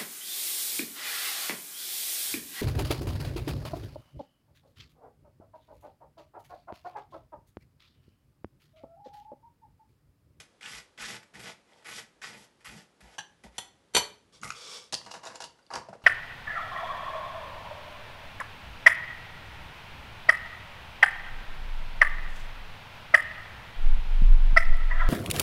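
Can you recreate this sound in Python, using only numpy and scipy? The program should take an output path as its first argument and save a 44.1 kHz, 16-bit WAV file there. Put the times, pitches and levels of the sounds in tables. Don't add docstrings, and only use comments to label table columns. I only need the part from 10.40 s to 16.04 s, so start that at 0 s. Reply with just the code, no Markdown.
import sys
import numpy as np
from scipy import signal
from scipy.fft import rfft, irfft
from scipy.io import wavfile
from scipy.ndimage import uniform_filter1d

SR = 44100
rng = np.random.default_rng(int(sys.argv[2]) if len(sys.argv) > 2 else 0)


def file_out(sig):
    cols = np.atleast_2d(sig).T
    lim = np.clip(cols, -1, 1)
    pcm = np.round(lim * 32767).astype(np.int16)
    wavfile.write(sys.argv[1], SR, pcm)


def volts(x):
    e = np.asarray(x, float) / 20
    return 10 ** e


N = 248707
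LN_60DB = np.log(1000)

# start_s, peak_db, pitch_hz
SNAPS = [(0.2108, -31, 2250), (0.217, -47, 2100), (0.2302, -24, 2760), (0.2598, -22.5, 2740),
         (0.28, -39, 1700), (0.5766, -46, 1930), (0.605, -31, 1980), (0.626, -28, 2050),
         (0.643, -25.5, 1680), (0.68, -36, 1680), (0.9537, -28, 1930), (1.0782, -28.5, 2130),
         (1.119, -34, 2130), (1.334, -39, 3320), (1.361, -42, 930), (1.573, -29.5, 2340),
         (1.8205, -27.5, 1680), (2.2112, -56, 2050), (2.2524, -39, 1250), (2.6089, -48, 1970), ]
# freq_hz, level_db (per Hz)
CRUST = [(470, -29.5), (800, 4), (965, -1), (1490, 4), (1600, -4), (1740, 2), (1920, 6.5), (4200, -6.5),
         (5460, -19), (9240, -120)]
# freq_hz, level_db (per Hz)
BLADE = [(1880, -14.5), (3200, 0), (4270, -6.5), (4860, -2), (6230, -6), (8270, -9), (10200, -18),
         (11400, -13.5), (12200, -34), (12800, -62), (16600, -103), (22000, -120)]
# freq_hz, width_hz, level_db
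SCRAPE_RINGS = [(1500, 43, -11), (1700, 32, 22.5), (2077, 40, -17), (2478, 68, -2), (4880, 46, -1),
                (5450, 68, -10), (5680, 97, -6), (7000, 46, -9), (7600, 40, 1), (8530, 90, -2),
                (9400, 32, -11), (11040, 77, 10), (11500, 33, -5)]
# time_s, edge_hiss_db (re crackle)
EDGE = [(0.0, -6.5), (0.22, -35), (0.3, -16), (0.42, -8), (0.585, -28), (0.62, -6), (0.655, -32),
        (0.69, -9), (0.78, -16), (0.95, -14), (1.1, -11), (1.3, -39), (1.47, -10.5), (1.6, -10),
        (1.83, -24), (2.0, -8), (2.26, -12.5), (2.4, -12)]


def toast():
    crackle, hiss, body = strokes()
    body = body + volts(-7) * leans() * (crackle > 0)
    drag = flutter(60, 1.7) * flutter(21, 3.1)
    coarse, fine = grains(1500, 2.8), grains(7000, 3.2)
    out = crackle * colour(drag * coarse, CRUST, SCRAPE_RINGS, ring_db=-0.5)

    steel_drag = np.sqrt(drag * drag[::-1])
    out += hiss * colour(steel_drag * (fine + 0.49 * coarse), BLADE, SCRAPE_RINGS, ring_db=-3.5)

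    edge = volts(np.interp(np.arange(N) / SR, *np.transpose(EDGE))) * flutter(34.3, 2.1)
    edge_colour = [(4000, -38), (6000, -2), (8600, -6.5), (11200, -2), (12400, -16), (16000, -64)]
    out += crackle * edge * colour(grains(5500, 2.2), edge_colour, SCRAPE_RINGS, ring_db=5.0)

    body_colour = [(200, -32.5), (320, 6), (600, 10.0), (950, 15.0), (1200, -21)]
    out += body * colour(drag * coarse, body_colour)

    for s, db, hz in SNAPS:
        snap = cluster(hz, 0.025, 0.33, 0.03)
        splinter = cluster(3.0 * hz, 0.0016, 0.27, 0.03)
        add(out, s, volts(db - 10.5) * (snap + 0.5 * splinter))
    return out


# start_s, bite_s, drag_s, bite_db, lift_db (crackle levels)
STROKES = [(0.0, 0.00063, 0.0061, -42, -49), (0.209, 0.053, 0.12, -41, -48),
           (0.576, 0.0034, 0.016, -48, -58), (0.597, 0.038, 0.032, -39.5, -45.5),
           (0.677, 0.0026, 0.073, -43, -52), (0.763, 0.003, 0.014, -52, -70),
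           (0.829, 0.0015, 0.011, -53, -69.5), (0.937, 0.012, 0.054, -53, -57.5),
           (0.993, 0.0057, 0.1, -48, -52), (1.25, 0.028, 0.11, -69.5, -68.5),
           (1.393, 0.0043, 0.092, -69, -72), (1.445, 0.027, 0.12, -47, -47),
           (1.816, 0.025, 0.033, -40.5, -54), (1.867, 0.0073, 0.17, -54.5, -58),
           (2.204, 0.0049, 0.075, -63.5, -92), (2.246, 0.0069, 0.17, -44.5, -62),
           (2.606, 0.0033, 0.023, -52.5, -67), (2.635, 0.012, 0.11, -63, -66),
           (3.036, 0.0038, 0.01, -52, -60), (3.12, 0.044, 0.0035, -61.5, -64)]


def strokes():
    bite_db_per_s, lift_db_per_s, landing_db, gone_db = 158, 386, -6, 40
    hiss_db = (-4, -7.5, 0.5, 0.5)
    body_db = np.array((-18.5, -19, -12.5, -12.5))
    light_body = 0.59
    tables, firmest = [], max(row[3] for row in STROKES)
    for s, bite, drag, bite_db, lift_db in STROKES:
        times = s + np.cumsum([0, bite, drag, gone_db / lift_db_per_s])
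        start_db = bite_db + landing_db - bite_db_per_s * bite
        crackle = start_db, bite_db, lift_db, lift_db - gone_db
        body = body_db + light_body * (firmest - bite_db)
        tables.append(np.transpose([times, crackle, hiss_db, body]))
    return gains(tables)


# freq_hz, level_db (per Hz)
PLATE = [(150, -20.5), (250, -14), (420, -7.5), (948, -3.5), (2720, -10), (3100, -1.5), (6090, -16),
         (6610, -13.5), (7420, -11.5), (11800, -22), (12800, -48), (16600, -90.5), (22000, -120)]


def knife(blows, rings, crack_t60, split, crack_db, thud_db, wet_db):
    out, plate = np.zeros(N), colour(rng.standard_normal(N), PLATE)
    length = 0.4
    t = seconds(length)
    rocking = flutter(200, 5.5)
    touch = 1 - np.exp(-t / 0.0007)
    soft = 1 - np.exp(-t / 0.0067)

    def rock():
        return rocking[rng.integers(N - len(t)):][:len(t)]

    for s, db in blows:
        steel = 0
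        for hz, ring_db, t60 in rings:
            detuned = hz * (1 + 0.0018 * rng.standard_normal())
            mode = ring(detuned, 0.62 * t60, length) * rock()
            mode += 0.58 * ring(hz * (1 + split), 0.56 * t60, length) * rock()
            mode += 1.9 * ring(hz * (1 - 1.3 * split), 0.19 * t60, length)
            steel = steel + volts(ring_db + 2.2 * rng.standard_normal()) * mode
        crack = plate[int(s * SR):][:len(t)] * decay(t, crack_t60)
        thud = ring(115.6, 0.12, length) + 0.69 * ring(180, 0.12, length) + 0.05 * ring(54, 0.19, length)
        strike = touch * (level(steel, -24.0) + volts(crack_db) * crack)
        add(out, s, volts(db) * (strike + volts(thud_db) * soft * thud))
    return room(out, wet_db)


# start_s, peak_db
FIRST_TAP = [(2.782, -29), (2.785, -27), (2.788, -33.5), (2.792, -31.5), (2.798, -38), (2.806, -36)]
# freq_hz, level_db, t60_s
FIRST_RINGS = [(840, 3, 0.081), (1655, 4.5, 0.064), (2460, -14, 0.076), (2875, 3, .075), (3148, -1, 0.15),
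               (3410, -5, 0.11), (3978, -7, 0.11), (4490, -7, 0.076), (5890, -0.5, 0.1), (6030, -15, 0.11),
               (6280, -3.5, 0.076), (7180, -8, .05), (8470, -24, 0.064), (9300, -8, 0.044)]


def first_tap():
    return knife(FIRST_TAP, FIRST_RINGS, 0.027, 0.011, crack_db=-12.5, thud_db=-28, wet_db=-8.5)


# start_s, peak_db
SECOND_TAP = [(3.181, -24), (3.184, -30), (3.188, -33)]
# freq_hz, level_db, t60_s
SECOND_RINGS = [(740, 4.5, 0.034), (1150, -16, 0.089), (1903, -6, .07), (2780, -16.5, 0.049),
                (3185, -4, 0.079), (3330, 4.5, .045), (4380, -7, 0.062), (4800, -13.5, .03),
                (6005, 0, 0.055), (7400, -5.5, 0.058), (7800, -5, 0.04), (8690, -21.5, .066),
                (9500, -6.5, 0.076), (11100, -10, .089)]


def second_tap():
    return knife(SECOND_TAP, SECOND_RINGS, 0.029, 0.016, crack_db=-6.0, thud_db=-22.5, wet_db=-5.5)


# start_s, peak_db
DROP = [(3.537, -39.5), (3.542, -36.5), (3.548, -12.5), (3.552, -13.5), (3.557, -23), (3.565, -10.5),
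        (3.569, -17), (3.573, -19.5), (3.578, -20.5), (3.584, -24.5), (3.589, -26), (3.595, -32)]
# freq_hz, level_db, t60_s
DROP_RINGS = [(418, -6.5, 0.088), (942, -10, 0.24), (948, 1, 0.028), (1477, -8, .06), (1860, -11.5, 0.031),
              (2053, -8, 0.067), (2377, 3.5, .045), (3153, 2, 0.061), (3034, 2.5, 0.05), (3900, -9.5, .07),
              (3940, -1, 0.063), (4450, 1.5, 0.11), (6010, 1.5, 0.13), (7131, -8, 0.12), (7620, -7.5, 0.19),
              (8580, -8, 0.062), (9410, -2.5, 0.089), (11350, -17, 0.063), (11410, -10, 0.11)]


def knife_drop():
    return knife(DROP, DROP_RINGS, 0.03, 0.0096, crack_db=-7.0, thud_db=-23.0, wet_db=-8.0)


# start_s, click_db (peak), click_hz, body_db (hollow knock), body_hz
GRIP = [(4.0145, -41, 6700, -57, 2250), (4.024, -42, 6680, -48, 1100), (4.033, -30.5, 7000, -20, 1350),
        (4.0441, -29.5, 7500, -44, 2090), (4.0762, -33, 6050, -40, 1300), (4.091, -34, 6400, -47, 2210),
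        (4.1037, -26, 6800, -17, 1280), (4.1204, -31.5, 4580, -33, 1300)]
# start_s, click_db (peak), click_hz, body_db (hollow knock), body_hz
LID = [(4.5243, -18.5, 3740, -30, 1750), (4.5412, -12.5, 4870, -31, 1860), (4.549, -22, 4500, -31, 520),
       (4.6136, -39, 4480, -35, 990), (4.65, -38, 3270, -55, 1000), (4.6625, -34, 4600, -36, 1010),
       (4.7132, -26.5, 4950, -35, 1000), (4.7383, -32.5, 5700, -31, 970), (4.8336, -51, 4350, -36.5, 1060),
       (4.852, -32.5, 7100, -55, 1000), (4.871, -32.5, 3800, -36, 830), (4.9558, -27, 7100, -39, 1240),
       (5.003, -32, 5270, -32.5, 870), (5.0208, -26, 6640, -37, 815), (5.0396, -27.5, 4600, -37.5, 900),
       (5.1896, -64, 4670, -48, 1540), (5.2645, -50, 4640, -58, 1030), (5.3039, -44, 4700, -26.5, 880),
       (5.312, -53, 4700, -30, 1150), (5.3369, -24.5, 4720, -24, 814), (5.3544, -19.5, 4850, -37, 635),
       (5.3844, -50, 4700, -35, 750), (5.4858, -49, 4700, -32.5, 634), (5.5288, -53, 4680, -29.5, 696),
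       (5.5523, -52, 4700, -36.5, 515), (5.6196, -58, 4730, -47, 1080)]
# start_s, swell_s, body_db, fade_db_per_s, rim_db (crackle re body)
CREAK = [(4.524, 0.0055, -37, 700, 5), (4.57, .08, -64.5, 200, 3), (4.663, 0.0031, -48, 88, -12),
         (4.7, 0.014, -54, 496, 8), (4.738, 0.0018, -41.5, 197, -7), (4.825, 0.0082, -44.5, 61.4, -8),
         (4.85, 0.011, -44, 260, -5.5), (4.9, 0.0069, -52, 150, -28), (4.93, 0.027, -51.5, 504, 1),
         (5.004, 0.0008, -41, 500, -1.5), (5.022, 0.0014, -45.5, 500, -6), (5.04, 0.00068, -48, 400, 1.5),
         (5.18, 0.0067, -63, 595, -6), (5.302, 0.01, -43.5, 99, -12.5), (5.328, 0.014, -34, 890, -12),
         (5.358, 0.0016, -36, 307, -11), (5.486, .003, -46, 700, -12.5), (5.53, 0.0022, -49, 350, -13.5),
         (5.59, 0.035, -62.5, 101.6, -5.5)]
# start_s, swell_s, wall_db, fade_db_per_s, nail_db (crackle re wall)
GRASP = [(4.015, 0.019, -42, 75, -6)]
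# freq_hz, level_db (per Hz)
TUB = [(160, -39.5), (280, 1.5), (574, 0.5), (673, 2), (950, 5.5), (1500, -2.5), (1710, -2.5), (2600, -9.5),
       (3380, -62), (5720, -120)]
# freq_hz, width_hz, level_db
TUB_RINGS = [(505, 26, -3), (655, 32, 6), (954, 91, -13), (1697, 34, -3), (2203, 26, -21)]
# freq_hz, level_db (per Hz)
TUB_WALL = [(180, -31), (300, -13), (382, -9.5), (857, -4.5), (1050, -7), (1260, 7), (1620, -16),
            (2100, 5.5), (2430, -9), (3000, -35), (3900, -63), (6600, -120)]
# freq_hz, level_db (per Hz)
RIM = [(1180, -37), (2000, -25), (2840, 6.5), (3090, -2), (4180, 3), (4920, 2.5), (5150, 5), (11200, -12),
       (12100, -24), (12800, -42), (16600, -72), (22000, -120)]
# freq_hz, level_db (per Hz)
NAIL = [(1200, -30), (2500, 0), (4500, -8), (7000, -2), (9500, -3), (11500, -7), (12400, -30), (16600, -80)]
# start_s, pitch_hz, level_db, t60_s
CHIRPS = [
    (5.224, 4710, -58, .04),
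    (5.272, 3530, -63, 0.047),
]


def tub():
    wall, nail = bursts(GRASP)
    body, rim = bursts(CREAK)
    slip = flutter(90, 0.53)
    coarse, fine = slip * grains(2500, 4.7), np.sqrt(slip) * grains(6000, 0.93)
    out = body * colour(coarse, TUB, TUB_RINGS, ring_db=4.5)
    out += wall * colour(coarse, TUB_WALL)
    out += rim * colour(fine, RIM)
    out += nail * colour(fine, NAIL)

    length = 0.04
    plastic, t = colour(rng.standard_normal(N), RIM), seconds(length)
    click_t60, knock_t60, loose = 0.009, 0.017, 0.3
    slow = 1 - np.exp(-t / 0.001)
    for s, click_db, click_hz, body_db, body_hz in GRIP + LID:
        tick = plastic[int(s * SR):][:len(t)]
        tick = tick * (decay(t, 0.02) * slow)[:len(tick)]
        add(out, s, volts(click_db - 8.0) * tick)
        add(out, s, volts(click_db) * slow * cluster(click_hz, click_t60, 0.092, length, count=8))
        knock = cluster(body_hz, knock_t60, loose, length, count=6)
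        knock += 0.4 * cluster(1.9 * body_hz, knock_t60, loose, length)
        add(out, s, volts(body_db) * slow * knock)

    onset = np.minimum(seconds(0.1) / 0.0059, 1)
    for s, hz, db, t60 in CHIRPS:
        add(out, s, volts(db) * ring(hz, t60, 0.1) * onset)
    return signal.sosfilt(signal.butter(2, 300, "high", fs=SR, output="sos"), out)


def bursts(rows):
    swell_db, let_go_s = -32.5, 0.076
    t, out = np.arange(N) / SR, 0
    for s, swell, db, fade, rim_db in rows:
        late = np.maximum(t - s - swell, 0)
        shape_db = swell_db * np.clip(1 - (t - s) / swell, 0, 1)
        shape_db = shape_db - fade * late * (1 + late / let_go_s)
        gain = (t >= s) * volts(db + np.maximum(shape_db, -200))
        out = out + gain * np.array([[1], [volts(rim_db)]])
    return out


# time_s, hiss_db
SLIDE = [
    [(3.925, -62), (3.95, -56.5), (4.0, -68)],
    [(4.13, -64), (4.168, -49), (4.346, -43), (4.432, -54), (4.496, -68), (4.51, -75)],
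]
# freq_hz, level_db (per Hz)
SLIDE_COLOUR = [(150, -81.5), (250, -29), (416, -1.5), (705, -12.5), (1190, -4.5), (1920, -14),
                (5340, -3.5), (9650, -16.5), (10400, -35), (11300, -24), (12800, -41), (16600, -53),
                (22000, -120)]
# freq_hz, width_hz, level_db
SLIDE_RINGS = [(520, 26, -12), (1176, 18, 14), (2270, 130, 13), (3400, 480, -4), (4660, 140, -25),
               (5440, 98, -19), (7600, 93, -22), (9630, 240, -2), (10600, 89, -28), (11600, 920, -23)]


def slide():
    hiss, = gains(SLIDE)
    rub = flutter(30.94, 0.66) * grains(12000, 1.8)
    return hiss * colour(rub, SLIDE_COLOUR, SLIDE_RINGS, ring_db=5.5)


# start_s, rumble_db, length_s
LEANS = [(-0.05, -60, 0.087), (0.202, -59.5, 0.24), (0.566, -53.5, 0.25), (0.915, -53, 0.23),
         (1.421, -61, 0.26), (1.8, -59.5, 0.28), (2.246, -54, 0.18), (2.598, -58, 0.11),
         (3.029, -50.5, 0.05), (3.996, -50, .12), (4.144, -68.5, 0.32), (4.516, -48, 0.049),
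         (4.612, -56, 0.11), (4.73, -61, 0.089), (4.828, -59.5, 0.14), (5, -63, 0.12), (5.314, -50, 0.11),
         (5.476, -51, 0.055), (5.529, -63, .08)]


def leans():
    t, skew = np.arange(N) / SR, 1.05
    return sum(volts(db) * np.sin(np.pi * np.clip((t - s) / length, 0, 1) ** skew) for s, db, length in LEANS)


# freq_hz, level_db (per Hz)
COUNTER = [(21, -0.5), (35, -16), (55, -20.5), (85, -9.5), (134, 1), (214, 1), (274, -10), (330, -15),
           (430, -15.5), (730, -120)]


def rumble(gain):
    shaking = colour(rng.standard_normal(N), COUNTER)
    return uniform_filter1d(gain, size=500) * flutter(24.81, 1.16) * shaking


# start_s, peak_db, pitch_hz
THUMPS = [(0.33, -48, 55), (0.599, -49, 52), (0.96, -55, 60), (2.27, -46, 55), (2.619, -43.5, 56),
          (3.051, -43.5, 58), (3.554, -40.5, 62), (4.03, -46, 55), (5.35, -50, 60)]


def thumps():
    out, t = np.zeros(N), seconds(0.3)
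    for s, db, hz in THUMPS:
        add(out, s, volts(db) * ring(hz, 0.22, 0.3) * (1 - np.exp(-t / 0.017)))
    return out


# freq_hz, level_db (per Hz)
KITCHEN = [(18, -32.5), (30, -9), (408, -9.5), (474, -9), (552, -9.5), (627, -13), (1340, -17.5),
           (1910, -19.5), (2660, -23), (3170, -22), (3420, -22.5), (11000, -32.5), (12800, -46.5),
           (16600, -87.5), (22000, -120)]


def kitchen():
    noise = rng.standard_normal(N)
    bass = signal.sosfilt(signal.butter(2, 300, fs=SR, output="sos"), noise)
    return level(colour(noise + (flutter(4, 3) - 1) * bass, KITCHEN), -67.5)


def room(x, wet_db):
    t = seconds(0.5)
    noise = rng.standard_normal(len(t)) * (1 - np.exp(-(t / 0.00047) ** 2))
    dull = signal.sosfilt(signal.butter(1, 2500, fs=SR, output="sos"), noise)
    tail = dull * decay(t, 0.36) + (noise - dull) * decay(t, 0.25)
    return x + volts(wet_db) * signal.fftconvolve(x, tail / np.sqrt(np.sum(tail ** 2)))[:N]


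def seconds(length):
    return np.arange(int(length * SR)) / SR


def decay(t, t60):
    return np.exp(-LN_60DB * t / t60)


def ring(hz, t60, length):
    t = seconds(length)
    return rng.choice([-1, 1]) * np.sin(2 * np.pi * hz * t) * decay(t, t60)


def cluster(hz, t60, spread, length, count=4):
    off = rng.standard_normal(count) * np.arange(count) / count
    out = sum(ring(hz * (1 + spread * o), t60 / (1 + 2.8 * abs(o)), length) for o in off)
    return out / np.max(np.abs(out))


def grains(per_s, spread_db):
    chance = rng.random((3, N))
    size = np.minimum(-np.log(1 - chance[2]), 4)
    return (chance[0] < per_s / SR) * np.sign(chance[1] - 0.5) * volts(spread_db * size)


def flutter(rate, depth_db):
    hold = int(SR / rate)
    steps = np.repeat(rng.standard_normal(N // hold + 1), hold)
    return volts(depth_db * uniform_filter1d(steps, hold)[:N])


def gains(tables):
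    t, out = np.arange(N) / SR, 0
    for rows in tables:
        s, first, *rest = np.transpose(rows)
        on = (t >= s[0]) & (t < s[-1])
        columns = [first] + [first + r for r in rest]
        out = out + np.array([on * volts(np.interp(t, s, c)) for c in columns])
    return uniform_filter1d(out, size=40, axis=1)


def level(x, db=0):
    return x * volts(db) / np.sqrt(np.mean(x ** 2))


def colour(x, points, rings=(), ring_db=0, size=4096):
    hz = np.maximum(np.arange(size // 2 + 1) * SR / size, 1)
    f, db = np.transpose(points)
    gain = volts(np.interp(np.log(hz), np.log(f), db))
    lift = 1 + sum(volts(ring_db + 0.29 * d) / (1 + (2 * (hz - c) / w) ** 2) for c, w, d in rings)
    cepstrum = irfft(np.log(gain * lift))
    cepstrum[1:size // 2] *= 2
    cepstrum[size // 2 + 1:] = 0
    return level(signal.fftconvolve(x, irfft(np.exp(rfft(cepstrum))))[:N])


def add(track, s, sound):
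    i = int(s * SR)
    track[i:i + len(sound)] += sound[:N - i]


def scene():
    rubbing = room(toast() + slide() + rumble(leans()), wet_db=-8.5)
    plate = first_tap() + second_tap() + knife_drop()
    plastic = room(tub(), wet_db=-7.0)
    return (rubbing + plate + plastic + thumps() + kitchen())[None]


def band_limit(x):
    return signal.sosfilt(signal.butter(12, 12920, fs=SR, output="sos"), x)


def record(dry):
    mic = signal.sosfilt(signal.butter(4, 42, "high", fs=SR, output="sos"), dry)
    mic = signal.sosfilt(signal.ellip(10, 0.2, 70, 12150, fs=SR, output="sos"), mic)
    return band_limit(mic)


dry = scene()
out = record(dry)
file_out(out)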